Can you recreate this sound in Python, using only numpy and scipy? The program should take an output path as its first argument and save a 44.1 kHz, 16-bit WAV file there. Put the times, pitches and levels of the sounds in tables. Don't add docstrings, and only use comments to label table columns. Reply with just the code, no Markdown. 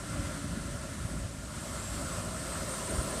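import sys
import numpy as np
from scipy import signal
from scipy.fft import rfft, irfft, next_fast_len
from scipy.io import wavfile
from scipy.ndimage import uniform_filter1d, map_coordinates

SR = 44100
rng = np.random.default_rng(int(sys.argv[2]) if len(sys.argv) > 2 else 0)


def ratio_of_db(decibels):
    return 10 ** (np.asarray(decibels, float) / 20)


def dump(signal):
    limited = np.clip(np.atleast_2d(signal).T, -1, 1)
    pcm = np.round(limited * 32767).astype(np.int16)
    wavfile.write(sys.argv[1], SR, pcm)


N = 141120


def unit(x):
    return x / np.sqrt(np.mean(x ** 2) + 1e-20)


def curves(rows):
    times, *columns = np.transpose(rows)
    t = np.arange(N) / SR
    return [np.interp(t, times, column) for column in columns]


def wobble(rate):
    knots = rng.standard_normal(4000)
    return map_coordinates(knots, [np.arange(N) * min(rate, 1200) / SR])


def filtered(x, gain):
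    size = next_fast_len(N + SR // 4)
    hz = np.fft.rfftfreq(size, 1 / SR)
    return irfft(rfft(x, size) * gain(hz), size)[:N]


def coloured(x, points):
    f, db = np.transpose(points)
    return unit(filtered(x, lambda hz: ratio_of_db(np.interp(np.log(hz + 1), np.log(f + 1), db))))


def rush(points, patchy_db):
    z = signal.stft(rng.standard_normal(N), nperseg=512)[2]
    patches = uniform_filter1d(rng.standard_normal(z.shape), size=6, axis=0)
    patches = uniform_filter1d(patches, size=8, axis=1)
    noise = signal.istft(z * ratio_of_db(patchy_db * unit(patches)), nperseg=512)[1][:N]
    return coloured(noise, points)


def tone(hz, flutter_db, rate, waver):
    phase = 2 * np.pi * np.cumsum(hz * (1 + waver * wobble(rate))) / SR
    return unit(ratio_of_db(flutter_db * wobble(rate)) * np.sin(phase))


# (time [s], level [dB])
BREEZE = [(0, -48.5), (.13, -44), (.2, -38.5), (.3, -48), (.42, -38.5), (.56, -40.5), (.75, -43.5),
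          (.95, -45), (1.2, -39), (1.33, -50), (1.8, -44), (2.05, -42.5), (2.3, -44.5), (2.6, -43),
          (2.75, -53), (2.97, -37.5), (3.2, -46)]
# (frequency [Hz], level [dB])
BUFFET = [(12, -60), (25, -19), (42, -6), (58, 0), (85, -1), (160, -6), (300, -15), (600, -60)]
# (time [s], peak level [dB], frequency [Hz])
THUDS = [
    (.2, -31, 80),
    (.268, -30, 89.5),
    (.575, -28, 201.3),
    (1.055, -29, 119.2),
    (1.115, -28.5, 150),
    (1.142, -29, 230),
    (1.192, -30.5, 112),
    (1.254, -27.5, 90.7),
    (2.990, -22, 74),
]


def breeze():
    strength_db, = curves(BREEZE)
    lumps = ratio_of_db(1.4 * wobble(24))
    air = ratio_of_db(strength_db + 1.5) * unit(lumps * rush(BUFFET, patchy_db=0.5))
    t = np.arange(N) / SR
    for k, (start, peak_db, hz) in enumerate(THUDS):
        cycles = (t - start) * hz
        sign = -1 if k in (6, 7) else 1
        thud = np.exp(-(cycles / 0.6) ** 2) * np.cos(2 * np.pi * cycles)
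        air = air + sign * ratio_of_db(peak_db) * thud
    return air


def over_grass(x, path):
    def gain(f):
        return ratio_of_db(sum(db * np.exp(-((f - hz) / width) ** 2) for hz, width, db in path))
    return filtered(x, gain)


# (frequency [Hz], width [Hz], level [dB])
PATH = [(478, 50.5, -7.5), (538, 76, 5), (631, 51, 3), (910, 86, 1.5), (980, 81, 3), (1375, 116, 7.5),
        (1744, 157, 4.5), (2065, 78, 5), (2260, 170, -1)]
# (time [s], level [dB], tread hum [Hz])
PICKUP = [
    (0, -48.5, 298.2),
    (.2, -41.5, 292),
    (.55, -45, 280),
    (.8, -46, 270),
    (1.15, -49, 262),
    (1.35, -49.5, 260),
    (2, -56.5, 258.7),
    (3.2, -70, 256),
]
# (frequency [Hz], level [dB per Hz])
TYRES = [(59, -26), (100, 2.5), (282, -4), (495, -15), (587, -8), (695, -43.5), (1420, -16.5),
         (2600, -23.5), (9000, -29), (11700, -48), (19800, -120)]


def pickup():
    level_db, hum_hz = curves(PICKUP)
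    hum = ratio_of_db(-7) * tone(hum_hz, flutter_db=2.5, rate=8, waver=.004)
    tyres = over_grass(rush(TYRES, patchy_db=-1.5), PATH)
    return ratio_of_db(level_db) * (tyres + hum)


# (frequency [Hz], level [dB])
PIPE = [(25, -46), (55, 4.5), (110, -0.5), (220, -1.5), (400, -26), (800, -16), (2000, -72)]
FIRING_HZ, JITTER, SCATTER_DB, THROB_DB = 54.8, 0.0499, 2.5, -7


def exhaust():
    firings = np.cumsum(FIRING_HZ * (1 + JITTER * wobble(40))) / SR
    puffs = np.diff(np.floor(firings), prepend=0) * ratio_of_db(SCATTER_DB * wobble(60))
    return coloured(puffs, PIPE) + ratio_of_db(THROB_DB) * np.sin(2 * np.pi * firings)


# (time [s], level [dB])
LORRY = [(0.0, -51.5), (0.35, -50), (0.4, -52), (0.76, -51.5), (0.98, -52.5), (1.03, -50.5), (1.38, -54.5),
         (1.51, -52), (1.56, -49.5), (2.17, -47), (2.28, -49), (2.5, -47), (2.64, -47), (2.8, -45.5),
         (3.2, -46)]
# (frequency [Hz], level [dB per Hz])
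ROAR = [(88, -25), (150, 2), (460, -7), (640, -4.5), (880, -15), (1100, -6), (2600, -23), (7000, -47)]
# (frequency [Hz], level [dB per Hz])
HISS = [(1200, -30), (2200, -10.5), (7000, -9), (7900, -3.5), (9300, -6), (10000, -12.5), (13200, -23.5),
        (15200, -33)]
# (frequency [Hz], width [Hz], level [dB])
CLOSE = [(397, 74, 5), (664, 30, 1.5), (1000, 51, 4.5), (1390, 200, -2)]
CLOSE_FROM_S, CLOSE_RISE_S = 2.32, 0.6
ROAR_DB, ROAR_GROWS, HISS_DB, HISS_GROWS = 4.5, 1.12, 4, 1.05
EXHAUST_DB, EXHAUST_GROWS = 3, 0.3
GEAR_HZ, GEAR_DB, GEAR_STARTS_S, GEAR_RISE_S = 525.4, -5.5, 1.53, 0.64


def lorry():
    level_db, = curves(LORRY)
    mean_db = level_db.mean()
    swing_db = level_db - mean_db
    t = np.arange(N) / SR
    shake_db = 0.47 * wobble(9.17) + 0.27 * wobble(22.36)
    roar_db = ROAR_DB + ROAR_GROWS * swing_db + shake_db
    roar = ratio_of_db(roar_db) * rush(ROAR, patchy_db=1.5)
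    hiss_db = HISS_DB + HISS_GROWS * swing_db + .5 * shake_db + 0.33 * wobble(25.18)
    hiss = ratio_of_db(hiss_db) * rush(HISS, patchy_db=0.9)
    far = over_grass(roar + hiss, PATH)
    near = np.clip((t - CLOSE_FROM_S) / CLOSE_RISE_S, 0, 1)
    engine = (1 - near) * far + near * over_grass(far, CLOSE)
    load = np.clip((t - GEAR_STARTS_S) / GEAR_RISE_S, .15, 1)
    gear = load * ratio_of_db(GEAR_DB + swing_db) * tone(GEAR_HZ, flutter_db=3, rate=9, waver=.003)
    puffing = ratio_of_db(EXHAUST_DB + EXHAUST_GROWS * swing_db) * exhaust()
    return ratio_of_db(mean_db) * (engine + gear + puffing)


def whistle(hz, scattered, rate):
    phase = 2 * np.pi * np.cumsum(hz) / SR
    in_step, out_of_step = scattered * wobble(rate), scattered * wobble(rate)
    smeared = (1 + in_step) * np.sin(phase) + out_of_step * np.cos(phase)
    return unit(ratio_of_db(1.8 * wobble(26)) * smeared)


# (time [s], shaft speed [turns/s], 7-blade whistle level [dB], 11-blade level [dB])
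TURBO = [(0, 830, -74, -68), (.42, 876, -70, -61), (.7, 901, -70, -76), (.9, 921, -69, -74),
         (1.1, 941, -68, -62), (1.3, 965, -68, -78), (1.72, 1034, -62, -76), (1.87, 1066, -52, -77),
         (2.2, 1146, -51.5, -78), (2.45, 1180, -51, -79), (2.75, 1226, -47.5, -79), (3.2, 1287, -44, -80)]
SCATTERED, SCATTER_RATE = .72, 65
WHOOSH_DB, WHOOSH_RATE = -64, 1100


def turbo():
    turns, low_db, high_db = curves(TURBO)
    low = ratio_of_db(low_db) * whistle(turns * 7, SCATTERED, SCATTER_RATE)
    high = ratio_of_db(high_db) * whistle(turns * 11, SCATTERED, SCATTER_RATE)
    whoosh_db = WHOOSH_DB + .5 * (low_db - low_db.max())
    whoosh = ratio_of_db(whoosh_db) * whistle(turns * 11, 9, WHOOSH_RATE)
    return low + high + whoosh


def scene():
    mono = breeze() + pickup() + lorry() + turbo()
    return np.tile(mono, (2, 1))


TOP_HZ = 15270
MUTE_FROM_HZ, MUTE_DB, MUTE_GROWS, KEEP_HZ = 12500, -24.5, .35, 15100


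def mute_faint_top(x):
    hz, _, z = signal.stft(x, SR, nperseg=2048, window="cosine")
    power = uniform_filter1d(abs(z) ** 2, size=5, axis=0)
    hiss_band = (hz > 7000) & (hz < 10000)
    hiss_db = 10 * np.log10(power[hiss_band].mean(axis=0) + 1e-20)
    limit_db = hiss_db + MUTE_DB + MUTE_GROWS * (hiss_db - np.median(hiss_db))
    faint = power < ratio_of_db(2 * limit_db)
    spared = (hz[:, None] > KEEP_HZ) & (rng.random(z.shape[1]) < .5)
    muted = (hz[:, None] > MUTE_FROM_HZ) & faint & ~spared
    return signal.istft(z * ~muted, SR, nperseg=2048, window="cosine")[1][:N]


def band_limit(x):
    return signal.sosfilt(signal.butter(12, 15270, fs=SR, output="sos"), x)


def record(dry):
    mono = mute_faint_top(filtered(dry[0], lambda hz: hz < TOP_HZ))
    return band_limit(np.array([mono, mono]))


dry = scene()
out = record(dry)
dump(out)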